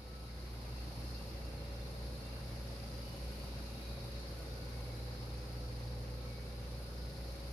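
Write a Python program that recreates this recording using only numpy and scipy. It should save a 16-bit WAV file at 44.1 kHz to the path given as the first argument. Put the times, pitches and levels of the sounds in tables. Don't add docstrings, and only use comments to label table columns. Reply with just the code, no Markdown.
import sys
import numpy as np
from scipy import signal
from scipy.fft import rfft, irfft
from scipy.io import wavfile

SR = 44100
rng = np.random.default_rng(int(sys.argv[2]) if len(sys.argv) > 2 else 0)


def generate_wav(signal):
    frames = np.transpose(np.atleast_2d(signal))
    scaled = np.clip(frames, -1, 1) * 32767
    pcm = np.round(scaled).astype(np.int16)
    wavfile.write(sys.argv[1], SR, pcm)


N = 331632
TIME = np.arange(N) / SR
BIN_HZ = np.arange(N // 2 + 1) * SR / N
MOTOR_HZ, CRANK_HZ = 29.63, 26.237


def from_db(db):
    return 10 ** (np.asarray(db) / 20)


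def unit_rms(x):
    return x / np.sqrt(np.mean(x ** 2) + 1e-20)


def envelope(curve):
    return from_db(np.interp(TIME, *np.transpose(curve)))


def swell(centre_s, half_s):
    return np.cos(np.pi / 2 * np.clip((TIME - centre_s) / half_s, -1, 1)) ** 2


def colour(x, spectrum):
    hz, db = np.transpose(spectrum)
    gain = from_db(np.interp(np.log(np.maximum(BIN_HZ, 1)), np.log(hz), db))
    return irfft(rfft(x) * gain, N)


def noise(spectrum):
    return colour(rng.standard_normal((2, N)) * np.sqrt(SR / 2), spectrum)


def drift(rate_hz):
    hop, settle = 100, 2000
    pole = np.exp(-2 * np.pi * rate_hz * hop / SR)
    white = rng.standard_normal(N // hop + settle + 2)
    slow = signal.lfilter([1], [1, -2 * pole, pole ** 2], white)[settle:]
    return np.interp(np.arange(N) / hop, np.arange(len(slow)), unit_rms(slow - slow.mean()))


def shimmer(x, depth_db, rate_hz, bands=12):
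    band = np.clip(2 * np.log2(np.maximum(BIN_HZ, 1) / 250), 0, bands - 1)
    spectrum = rfft(x)
    bass, *upper = (irfft(spectrum * np.maximum(1 - np.abs(band - k), 0), N) for k in range(bands))
    return bass + sum(part * from_db(depth_db * drift(rate_hz)) for part in upper)


def tone(cycles, fade_db, fade_hz):
    sine = np.sin(2 * np.pi * (cycles + rng.random((2, 1))))
    fade = from_db(fade_db * np.array([drift(fade_hz), drift(fade_hz)]))
    return unit_rms(fade * sine)


def shaft_turns(hz, wander):
    return np.cumsum(hz * (1 + wander * drift(0.92))) / SR


# t/s, level/dB
HUM_LEVEL = [(0, -45), (1, -44.5), (2.4, -46), (3.4, -45.5), (4.4, -46.5), (5.7, -44), (6.5, -43.5),
             (7.5, -44)]

def hum(motor, beat_hz=3.1, rise_hz_per_s=.092, crest_s=.8, neighbour_db=-61.5):
    age = TIME - crest_s
    lead = beat_hz * age + rise_hz_per_s * age ** 2 / 2
    cycles = 2 * motor + rng.random((2, 1))
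    own = np.sin(2 * np.pi * cycles) * from_db(.5 * drift(16))
    neighbour = np.sin(2 * np.pi * (cycles + lead)) * from_db(2 * drift(1.1))
    return envelope(HUM_LEVEL) * unit_rms(own) + from_db(neighbour_db) * unit_rms(neighbour)


# order, level/dB
MOTOR_ORDERS = [(1, -77), (3, -63.5), (5, -62.5), (9, -72), (10, -69), (11, -69), (12, -70), (13, -69),
                (16, -73.5), (21, -74), (23, -78.5), (26, -81), (27, -74.5)]
CRANK_ORDERS = [(6, -64), (9, -80), (12, -70.5), (14, -72), (20, -68.5), (22, -69.5), (24, -78),
                (28, -77.5), (30, -74.5)]
# f/Hz, level/dB
PLANT_DRONES = [(111.9, -62), (194.1, -76), (500.1, -71), (824.1, -77)]

def drone(motor, crank):
    out = sum(from_db(db) * tone(k * motor, fade_db=3, fade_hz=1) for k, db in MOTOR_ORDERS)
    out += sum(from_db(db) * tone(k * crank, fade_db=.5, fade_hz=.44) for k, db in CRANK_ORDERS)
    out += sum(from_db(db) * tone(hz * TIME, fade_db=.5, fade_hz=.63) for hz, db in PLANT_DRONES)
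    return out


# t/s, level/dB
MOTOR_4TH = [(0.0, -62.5), (1.0, -49), (1.3, -55.5), (2.6, -51), (3.7, -58.5), (4.0, -49.5), (4.4, -55),
             (4.9, -48), (5.5, -51), (5.8, -46.5), (7.5, -57)]
MOTOR_6TH = [(0, -70), (2, -67), (3.6, -61.5), (4.5, -68), (5.8, -62.5), (7.5, -60.5)]
MOTOR_7TH = [(0.0, -63.5), (0.899, -60.5), (3.2, -59), (4.7, -66), (5.2, -61), (5.8, -63), (7.5, -65)]
MOTOR_8TH = [(0, -68), (3.3, -63), (4.3, -61.5), (5.5, -69.5), (6.3, -60.5), (7.5, -69.5)]
MOTOR_14TH = [(0, -72), (2.8, -74), (3.4, -68), (4.2, -71), (5.1, -64.5), (6.7, -65.5), (7.5, -66)]
MOTOR_15TH = [(0.0, -76), (1.0, -69), (1.5, -61.5), (2.2, -63), (3.1, -69), (4.5, -62), (5.5, -78),
              (6.1, -74), (7.5, -68)]
MOTOR_17TH = [(0.0, -64.5), (0.8, -73), (1.5, -63), (2.1, -61.5), (2.4, -70), (3.4, -62), (3.8, -78),
              (4.4, -61.5), (4.9, -61), (6.0, -60.5), (7.0, -65), (7.5, -77)]
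MOTOR_18TH = [(0, -73), (2.2, -73), (3.6, -80), (4.1, -66.5), (5, -70.5), (6.7, -69), (7.5, -70)]
MOTOR_19TH = [(0.0, -81), (0.8, -68), (1.7, -59), (2.4, -68), (2.9, -66), (3.7, -68), (4.1, -65),
              (4.8, -65), (5.5, -70), (6.8, -63.5), (7.5, -72)]
CRANK_21ST = [(0.0, -80), (1.4, -70), (2.1, -64), (2.4, -61), (4.4, -62), (5.1, -72), (5.7, -71),
              (6.3, -63), (6.6, -85), (7.3, -58.5)]
# t/s, level/dB
FRAME_DRONE = [(0, -94), (4.3, -71), (4.8, -60.5), (5.5, -64), (6.2, -59.5), (7.0, -66), (7.5, -72)]

def standing_waves(motor, crank, frame_drone_hz=489.3):
    orders = {4: MOTOR_4TH, 6: MOTOR_6TH, 7: MOTOR_7TH, 8: MOTOR_8TH, 14: MOTOR_14TH,
              15: MOTOR_15TH, 17: MOTOR_17TH, 18: MOTOR_18TH, 19: MOTOR_19TH}
    partials = [(k * motor, level) for k, level in orders.items()]
    partials += [(21 * crank, CRANK_21ST), (frame_drone_hz * TIME, FRAME_DRONE)]
    return sum(envelope(level) * tone(cycles, fade_db=.5, fade_hz=2.5) for cycles, level in partials)


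# f/Hz, waver/Hz, level/dB
WHINES = [(1304, 1.5, -77.5), (1428, 1.9, -84), (1472, 3.9, -80), (2098, 3, -84), (2225, 6.1, -81),
          (2730, 3, -83), (3858, 8, -80), (4301, 5, -77), (4355, 5, -80), (4565, 5, -80), (4619, 5, -80.5),
          (4856, 5, -80), (5011, 4, -78.5), (5378, 5, -82)]

def whines():
    out = 0
    for hz, waver_hz, db in WHINES:
        cycles = np.cumsum(hz + waver_hz * drift(10.3)) / SR
        out += from_db(db) * tone(cycles, fade_db=2.5, fade_hz=3.7)
    return out


# f/Hz, level/dB
AIR_SPECTRUM = [(22, -89), (35, -89), (48, -70.5), (80, -76.5), (135, -72), (175, -80.5), (300, -80.5),
                (400, -86), (560, -86.5), (820, -88), (1050, -91), (1650, -96.5), (2600, -100),
                (5000, -120)]

def fan_air():
    return shimmer(noise(AIR_SPECTRUM), depth_db=2.1, rate_hz=31)


# f/Hz, level/dB
BOOM_SPECTRUM = [(80, -42), (115, -6), (137, -3), (155, 4), (190, -42)]
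# t/s, level/dB
BOOM_LEVEL = [(0, -77), (.7, -68), (1.25, -61), (1.9, -74), (3.8, -73), (4.3, -67), (4.75, -57), (5.3, -62),
              (6.2, -71), (7.5, -62)]

def room_boom():
    return envelope(BOOM_LEVEL) * unit_rms(noise(BOOM_SPECTRUM))


# place/turn, level/dB
VALVES = [(0, 12), (.126, 13.5), (.249, -4.5), (.377, 3.5), (.501, 8.5), (.624, -23), (.752, 7), (.874, -4)]

def valve_ticks(crank, path_spread_turns=.012, jitter_s=5e-6, uneven_db=.6):
    place, level_db = np.transpose(VALVES)
    place = place + path_spread_turns * rng.standard_normal(len(place))
    turn = np.arange(int(CRANK_HZ * N / SR) + 1)[:, None]
    tick_s = np.interp(turn + place, crank, TIME)
    tick_s += jitter_s * rng.standard_normal(tick_s.shape)
    samples = np.clip(np.round(tick_s * SR).astype(int), 0, N - 1)
    out = np.zeros(N)
    out[samples] = from_db(level_db + uneven_db * rng.standard_normal(tick_s.shape))
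    return out


# f/Hz, level/dB
HEAD_RING = [(900, -18), (2300, -6.5), (3300, -15.5), (3900, -9), (4450, -1), (5250, -2.5), (5600, -11.5),
             (6600, -11.5), (7800, -38), (9000, -11.5), (11200, -8), (12800, -12.5), (14000, -25),
             (15000, -60)]

def valve_ring(crank, head_t60_s, room_db, room_t60_s=.82, positions=40):
    age = TIME[:SR // 4]
    head, room = 1000 ** (-age / head_t60_s), 1000 ** (-age / room_t60_s)
    decay = unit_rms(head) + from_db(room_db) * unit_rms(room)
    step, out = N // (positions - 1), np.zeros((2, N))
    for centre in range(0, N + step, step):
        first, last = max(centre - step, 0), min(centre + step, N)
        start = max(first - len(age), 0)
        ticks = valve_ticks(crank)[None, start:last]
        echoes = decay * rng.standard_normal((2, len(age)))
        ring = signal.fftconvolve(ticks, echoes, axes=1)
        crossfade = np.cos(np.pi / 2 * (np.arange(first, last) - centre) / step)
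        out[:, first:last] += crossfade * ring[:, first - start:last - start]
    return unit_rms(colour(out, HEAD_RING))


# f/Hz, level/dB
GAS_SPECTRUM = [(1500, -12), (2400, -3.5), (3300, -5), (4100, 1), (5200, -1), (6000, -7), (7800, -17),
                (9200, -10.5), (11200, -6), (12800, -18), (14000, -20), (15000, -56)]
# t/s, level/dB
HEADS_LEVEL = [(0, -65.5), (1.0, -60.5), (1.5, -62), (2.3, -61), (2.85, -60), (3.3, -59.5), (4.0, -60.5),
               (6.1, -62.5), (7.0, -62), (7.5, -61)]

def cylinder_heads(crank, gas_db=-.76, ticks_db=-4.06):
    gas = from_db(gas_db) * unit_rms(noise(GAS_SPECTRUM))
    clatter = from_db(ticks_db) * valve_ring(crank, head_t60_s=.067, room_db=1)
    return envelope(HEADS_LEVEL) * shimmer(gas + clatter, depth_db=.75, rate_hz=10)


# t/s, level/dB
SQUEAK_LEVEL = [(0, -70.5), (.9, -67.5), (1.6, -66.5), (2.4, -65.5), (2.65, -73), (3.0, -73), (3.3, -71),
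                (4.1, -67), (4.7, -66), (5.5, -68.5), (6.2, -70), (6.8, -69), (7.5, -65.5)]

def belt_squeaks(per_s=170, hz=4434, scatter_hz=387, glide_hz_per_s=22000, half_s=.006, uneven_db=2.1):
    out, age = np.zeros((2, N)), np.arange(-SR // 40, SR // 40) / SR
    count = int(per_s * TIME[-1])
    for channel in out:
        starts = rng.integers(0, N - len(age), count)
        deviations = np.clip(rng.standard_normal((count, 4)), -2, 2)
        for start, (pitch, glide, length, size) in zip(starts, deviations):
            cycles = (hz + scatter_hz * pitch) * age + glide_hz_per_s * glide * age ** 2 / 2
            shape = from_db(uneven_db * size) * np.exp(-(age / (half_s * 2 ** (length / 2))) ** 2)
            channel[start:start + len(age)] += shape * np.sin(2 * np.pi * cycles)
    return envelope(SQUEAK_LEVEL) * unit_rms(out)


# centre t/s, half length/s, f/Hz, width/Hz, level/dB
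CASING_SPOTS = [(.17, .2, 1303, 3, -69), (.7, .27, 786, 6, -69.5), (.77, .09, 2729, 6, -69),
                (.82, .18, 1308, 7, -70), (1.03, .07, 2732, 8, -73), (1.05, .35, 4301, 8, -70),
                (1.2, .09, 2729, 6, -71), (1.6, .4, 2729, 7, -71), (2.32, .16, 2729, 6, -67.5),
                (2.95, .3, 1305, 6, -73.5), (3.13, .14, 2945, 9, -70), (3.42, .2, 2945, 10, -74),
                (3.65, .4, 2735, 8, -74), (3.5, .35, 1475, 8, -74.5), (3.4, .35, 2449, 10, -74),
                (3.88, .32, 2449, 9, -70.5), (3.85, .5, 3858, 12, -71), (4.57, .32, 1475, 9, -69),
                (4.85, .33, 2200, 70, -70), (5.52, .27, 1307, 5, -69), (6.2, .14, 1305, 7, -70),
                (6.33, .18, 2243, 20, -68), (7.0, .33, 1468, 9, -72.5)]

def casing_ring(ragged_db=2.2, ragged_hz=50):
    out = np.zeros((2, N))
    for centre_s, half_s, hz, width_hz, db in CASING_SPOTS:
        heard = np.abs(TIME - centre_s) < half_s
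        gain = from_db(db) * np.sqrt(swell(centre_s, half_s)[heard])
        for channel in out:
            shake = (drift(width_hz) + 1j * drift(width_hz))[heard]
            shake /= np.sqrt(np.abs(shake))
            ring = np.real(shake * np.exp(2j * np.pi * hz * TIME[heard]))
            flutter = from_db(ragged_db * drift(ragged_hz)[heard])
            channel[heard] += gain * unit_rms(ring * flutter)
    return out


# centre t/s, half length/s, f/Hz, width/Hz, level/dB
GUARD_GAPS = [(1.05, .6, 4600, 750, -62.3), (1.15, .45, 5150, 500, -67), (2.9, .4, 4640, 60, -73),
              (3.35, .5, 4480, 300, -66.5), (4.05, .8, 4330, 300, -67.5), (3.95, .8, 3900, 250, -67.5),
              (5.05, .4, 4050, 150, -69), (5.3, .6, 4950, 400, -70), (5.75, .4, 4560, 300, -66.5),
              (7.2, .6, 4550, 400, -71), (7.1, .35, 5000, 300, -70.5)]

def guard_gaps(crank, chatter_db=3, chatter_hz=22):
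    ring = valve_ring(crank, head_t60_s=.073, room_db=17)
    out = 0
    for centre_s, half_s, hz, width_hz, db in GUARD_GAPS:
        band = signal.butter(2, [hz - width_hz / 2, hz + width_hz / 2], "band", fs=SR, output="sos")
        leak = signal.sosfilt(band, ring) * from_db(chatter_db * drift(chatter_hz))
        out += from_db(db) * swell(centre_s, half_s) * unit_rms(leak)
    return out


def turn_chirps(crank, place=.52, hz=4870, fall_hz_per_s=65000, scatter_hz=70, half_s=.0042, db=-53):
    age = ((crank - place + .5) % 1 - .5) / CRANK_HZ
    pitch_hz = hz - fall_hz_per_s * age + scatter_hz * np.array([drift(150), drift(150)])
    chirp = np.exp(-(age / half_s) ** 2) * np.sin(2 * np.pi * np.cumsum(pitch_hz, axis=1) / SR)
    return from_db(db) * np.sqrt(swell(centre_s=2.85, half_s=.33)) * chirp


# t/s, level/dB
NEARNESS = [(0, -5), (.35, -3), (.7, -0.5), (1.2, -0.5), (2.5, -0.5), (4, -0.64), (5.2, -0.5), (6.5, -2),
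            (7.5, -1.5)]
# f/Hz, level/dB
STEREO_WIDTH = [(60, -23), (120, -20.5), (200, -14.5), (370, -12), (690, -6.5), (1200, 0.5), (15000, -0.5)]

def scene():
    motor, crank = shaft_turns(MOTOR_HZ, wander=.0004), shaft_turns(CRANK_HZ, wander=.0003)
    heads, boom, air = cylinder_heads(crank), room_boom(), fan_air()
    leaks = guard_gaps(crank)
    machine = envelope(NEARNESS) * (hum(motor) + drone(motor, crank) + air)
    tones = standing_waves(motor, crank) + whines() + casing_ring()
    mid, side = machine + tones + boom + heads + leaks + turn_chirps(crank) + belt_squeaks()
    side = colour(side, STEREO_WIDTH)
    balance = from_db([[.3], [-.3]])
    return balance * np.array([mid + side, mid - side])


def record(dry, cutoff_hz=14750):
    return signal.sosfiltfilt(signal.ellip(10, .05, 70, cutoff_hz, fs=SR, output="sos"), dry)


dry = scene()
out = record(dry)
generate_wav(out)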